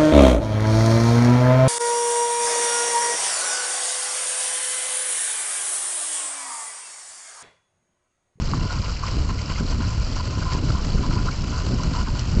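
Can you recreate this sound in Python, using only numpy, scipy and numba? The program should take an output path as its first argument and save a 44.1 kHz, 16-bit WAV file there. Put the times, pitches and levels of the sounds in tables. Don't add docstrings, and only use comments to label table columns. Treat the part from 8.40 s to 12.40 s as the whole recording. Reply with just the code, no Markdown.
import sys
import numpy as np
from scipy import signal
from scipy.fft import rfft, irfft
from scipy.io import wavfile
from numba import njit

SR = 44100
rng = np.random.default_rng(int(sys.argv[2]) if len(sys.argv) > 2 else 0)


def dump(signal):
    limited = np.clip(np.atleast_2d(signal).T, -1, 1)
    pcm = np.round(limited * 32767).astype(np.int16)
    wavfile.write(sys.argv[1], SR, pcm)


N = 176400


def undb(db):
    return 10 ** (np.asarray(db) / 20)


def unit(x):
    return x / np.sqrt(np.mean(x ** 2))


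def wander(rate_hz):
    hz = np.arange(N // 2 + 1) * SR / N
    return unit(irfft(rfft(rng.standard_normal(N)) * (hz > 0) / (1 + (hz / rate_hz) ** 2), N))


def colour(x, points):
    hz, db = np.array(points).T
    bin_hz = np.maximum(np.arange(N // 2 + 1) * SR / N, 1)
    gain = undb(np.interp(np.log(bin_hz), np.log(hz), db))
    cepstrum = irfft(np.log(gain), N)
    cepstrum[1:N // 2] *= 2
    cepstrum[N // 2 + 1:] = 0
    return irfft(rfft(x) * np.exp(rfft(cepstrum)), N)


def strengths(chance, scatter_db):
    return undb(-scatter_db * np.log(chance + .004))


@njit
def ring(starts, hz, cycles, amplitudes):
    out = np.zeros(N)
    glide = .044
    for k in range(len(starts)):
        decay_samples = cycles[k] * SR / hz[k] / 3
        phase = 0.
        for i in range(min(int(5 * decay_samples), N - starts[k])):
            phase += 2 * np.pi * hz[k] / SR * (1 + glide * i / decay_samples / 3)
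            out[starts[k] + i] += amplitudes[k] * np.exp(-i / decay_samples) * np.sin(phase)
    return out


def bubbles(per_s, low_hz, high_hz, cycles, scatter_db=1.6):
    when, pitch, life, size, sign = rng.random((int(per_s * N / SR), 5)).T
    hz = low_hz * (high_hz / low_hz) ** pitch
    amplitudes = strengths(size, scatter_db) * np.sign(sign - .5)
    return ring((when * N).astype(np.int64), hz, cycles * (.5 + life), amplitudes)


# frequency_hz, gain_db
WIND_COLOUR = [(10, -16.5), (22, 2), (45, 0.5), (85, -1.5), (125, -5.5), (200, -12.5), (300, -19),
               (430, -26.5), (700, -36), (1500, -68.5)]
# time_s, level_db
GUSTS = [(0.0, -25.5), (0.24, -21), (0.3, -36.5), (0.34, -25), (0.61, -33.5), (0.78, -23), (1.14, -29),
         (1.25, -21.5), (1.28, -25.5), (2.07, -27), (2.34, -19.5), (2.37, -25.5), (2.76, -20),
         (2.95, -27.5), (3.13, -21.5), (3.19, -30), (3.33, -16), (3.36, -24), (3.62, -24.5), (3.65, -25),
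         (3.92, -25), (4.0, -15)]

def wind(t):
    gust_db = np.interp(t, *np.array(GUSTS).T)
    swing_db = gust_db - gust_db.mean()
    air = unit(colour(rng.standard_normal(N), WIND_COLOUR))
    rumble = signal.sosfiltfilt(signal.butter(2, 110, fs=SR, output="sos"), air)
    eddies = air - rumble
    rumble_db = .41 * swing_db + .55 * wander(rate_hz=19)
    eddy_db = 1.05 * swing_db + 2.5 * wander(rate_hz=28)
    return undb(gust_db.mean() + 2.5) * (rumble * undb(rumble_db) + eddies * undb(eddy_db))


# frequency_hz, gain_db
SPRAY_COLOUR = [(250, -16.5), (480, 5), (650, 5.5), (780, 1), (1000, 4), (1400, 2.5), (1700, -6.5),
                (2100, -5), (2650, -4), (2930, -1), (3250, -7), (3680, -10), (4100, -1.5), (4650, 1),
                (5300, -2.5), (5750, -4.5), (6000, -7.5), (7100, -9), (7450, -7), (8000, -17)]
# time_s, level_db
SPRAY_SWELL = [(0.0, -40.5), (1.08, -42.5), (1.2, -40), (1.21, -46.5), (1.3, -36.5), (1.37, -45.5),
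               (1.43, -40.5), (2.1, -41.5), (2.13, -35.5), (2.22, -46), (2.29, -36), (2.36, -43.5),
               (2.46, -40), (3.69, -41.5), (3.71, -44.5), (3.8, -35.5), (3.82, -38.5), (4.0, -43.5)]

def spray(t, thrown):
    surge = undb(.5 * wander(rate_hz=16)) * (1 + 7.2 * thrown)
    flicker = undb(2.4 * wander(rate_hz=79))
    drops_per_s = 11000
    when, size, sign = rng.random((int(drops_per_s * N / SR), 3)).T
    impacts = strengths(size, scatter_db=3) * np.sign(sign - .5)
    drops = np.bincount((when * N).astype(int), impacts, N)
    patter = undb(-38.5) * unit(colour(drops * surge * flicker, SPRAY_COLOUR))
    froth = bubbles(per_s=3200, low_hz=1530, high_hz=7410, cycles=12.1, scatter_db=3.5)
    bright_froth = np.diff(froth, prepend=0)
    fizz = undb(-41.5) * unit(colour(bright_froth * surge, SPRAY_COLOUR))
    swell_db = np.interp(t, *np.array(SPRAY_SWELL).T)
    return (patter + fizz) * undb(.68 * (swell_db - swell_db.mean()))


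# frequency_hz, gain_db
LARGE_BUBBLE_COLOUR = [(500, -42), (800, -17), (930, -7.5), (1020, 5), (1110, -11), (1250, -15),
                       (2900, -28.5), (5000, -42.5)]
SMALL_BUBBLE_COLOUR = [(600, -33), (1000, -17.5), (1180, -11.5), (1430, -1), (1560, -8.5), (1750, -18),
                       (2900, -23.5), (5000, -34.5)]

def gurgle(large, small):
    out = np.zeros(N)
    for burst, churn_db, tone in (large, -48.5, LARGE_BUBBLE_COLOUR), (small, -50, SMALL_BUBBLE_COLOUR):
        cloud = bubbles(per_s=900, low_hz=818, high_hz=1550, cycles=5.5)
        churn = undb(churn_db + .5 * wander(rate_hz=11))
        out += unit(colour(cloud, tone)) * np.hypot(undb(.5) * burst, churn)
    return out


# start_s, relative_level_db, pitch_hz, decay_s
PLOPS = [(0.1345, -12.5, 1040, 0.0012), (0.6345, -19, 1043, 0.0055), (0.892, -27, 1035, .003),
         (1.179, -27, 1190, 0.0028), (2.302, -20, 1310, .002), (2.636, -28, 1000, .003),
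         (2.885, -17, 1330, 0.0023)]

def plops(t):
    attack_s, breakup_decay_s, chirp_per_s = .002, .009, 8.3
    pockets, breakup, age = np.zeros(N), np.zeros(N), t[:SR // 20]
    onset = np.sin(np.pi / 2 * np.minimum(age / attack_s, 1)) ** 2
    for start_s, level_db, pitch_hz, decay_s in PLOPS:
        envelope = onset * np.exp(-np.maximum(age - attack_s, 0) / decay_s)
        tone = np.sin(2 * np.pi * pitch_hz * age * (1 + chirp_per_s * age))
        add(pockets, start_s, undb(level_db - 2) * envelope * tone)
        add(breakup, start_s, undb(level_db - 17) * onset * np.exp(-age / breakup_decay_s))
    return pockets + breakup * unit(bubbles(per_s=900, low_hz=950, high_hz=1500, cycles=5.5))


def add(out, start_s, sound):
    i = max(int(start_s * SR), 0)
    out[i:i + len(sound)] += sound[:max(len(out) - i, 0)]


# start_s, length_s, spray_db, large_bubbles_db, small_bubbles_db
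AIR_SLUGS = [(0.194, 0.081, -35.5, -44, -52), (0.254, 0.038, -41, -59, -57),
             (0.294, 0.093, -32, -40.5, -42), (0.422, 0.073, -31.5, -45.5, -46),
             (0.48, 0.026, -37.5, -51, -45.5), (0.625, 0.062, -33, -37.5, -43),
             (0.684, 0.047, -33, -46, -53), (0.888, 0.023, -29.5, -34.5, -40),
             (1.081, 0.041, -32.5, -38, -42), (1.173, 0.038, -32, -47, -39.5),
             (1.315, 0.017, -33, -41, -43), (1.401, 0.052, -31.5, -42.5, -41),
             (1.508, 0.028, -38.5, -44, -57), (1.758, 0.051, -28, -39.5, -42),
             (1.896, 0.11, -35.5, -46.5, -49), (2.009, 0.02, -33.5, -39, -39.5),
             (2.051, 0.14, -38.5, -35.5, -45.5), (2.348, 0.057, -38, -38, -46),
             (2.575, 0.011, -33.5, -38, -39.5), (2.633, 0.036, -42, -37, -50),
             (2.697, 0.058, -31, -41, -42.5), (2.761, 0.042, -42.5, -37.5, -43),
             (2.854, 0.047, -33, -37.5, -41), (3.121, 0.086, -31.5, -47, -40.5),
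             (3.196, 0.031, -48.5, -46.5, -49), (3.388, 0.034, -34, -40, -48),
             (3.428, 0.041, -37, -43.5, -47.5), (3.534, 0.098, -28, -37, -42.5),
             (3.67, 0.023, -40, -33, -43), (3.74, 0.036, -36.5, -51, -44)]

def air_slugs(t):
    attack_s, settle_s, release_s = .0041, .016, .0031
    envelopes = np.zeros((3, N))
    for start_s, length_s, *levels_db in AIR_SLUGS:
        age = np.maximum(t - start_s, 0)
        onset = np.minimum(age / attack_s, 1)
        kick = 1 + .41 * np.exp(-age / settle_s)
        release = np.exp(-np.maximum(age - length_s, 0) / release_s)
        envelopes += np.outer(undb(levels_db), onset * kick * release)
    return envelopes


# start_s, relative_level_db
SPLASHES = [(0.4544, -29), (0.562, -29.5), (0.6424, -36), (0.6724, -28.5), (0.8929, -31.5), (0.987, -28.5),
            (1.0964, -27), (1.1558, -30.5), (1.437, -33.5), (2.1041, -37), (2.915, -30.5)]

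def splashes(t):
    attack_s, decay_s = .0037, .011
    swell, age = np.zeros(N), t[:SR // 12]
    envelope = np.minimum(age / attack_s, 1) * np.exp(-np.maximum(age - attack_s, 0) / decay_s)
    for start_s, level_db in SPLASHES:
        add(swell, start_s, undb(level_db - 7) * envelope)
    return swell * unit(bubbles(per_s=3200, low_hz=2000, high_hz=3100, cycles=18))


# frequency_hz, gain_db
SPLAT_COLOUR = [(500, -21), (1700, -17), (2900, -6.5), (3600, -8), (4600, 1.5), (6000, 0), (8000, -12.5)]
# start_s, relative_level_db
SPLATS = [(0.6414, -30), (0.992, -25), (2.1344, -24), (2.961, -27), (3.4347, -25), (3.7938, -19.5)]

def splats(t):
    tick_s, slap_s = .00038, .0032
    out, age = np.zeros(N), t[:SR // 50]
    envelope = undb(5) * np.exp(-age / tick_s) + np.exp(-age / slap_s)
    for start_s, level_db in SPLATS:
        add(out, start_s, undb(level_db - 6.5) * envelope * rng.standard_normal(len(age)))
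    return 2 * colour(out, SPLAT_COLOUR)


# start_s, relative_level_db
BUFFETS = [(1.097, -16.5), (1.204, -13), (1.618, -29), (1.97, -16), (2.146, -13.5), (2.222, -20),
           (2.285, -18), (2.459, -15), (2.59, -16.5), (3.32, -25), (3.473, -17), (3.968, -13)]

def buffets(t):
    crossing_s, width_s, decay_s = .00503, .001, .02
    out, age = np.zeros(N), t[:SR // 30]
    passage = (age - crossing_s) / width_s
    pressure = -2 * passage / (1 + passage ** 2)
    knock = pressure * signal.windows.tukey(len(age), .2) * np.exp(-age / decay_s)
    for start_s, level_db in BUFFETS:
        add(out, start_s, undb(level_db + 1.5) * knock)
    return out


def scene():
    t = np.arange(N) / SR
    thrown, large, small = air_slugs(t)
    jet = gurgle(large, small) + spray(t, thrown)
    return (wind(t) + jet + plops(t) + splashes(t) + splats(t) + buffets(t))[None]


def record(dry):
    return signal.sosfilt(signal.ellip(10, .2, 90, 8000, fs=SR, output="sos"), dry)


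dry = scene()
out = record(dry)
dump(out)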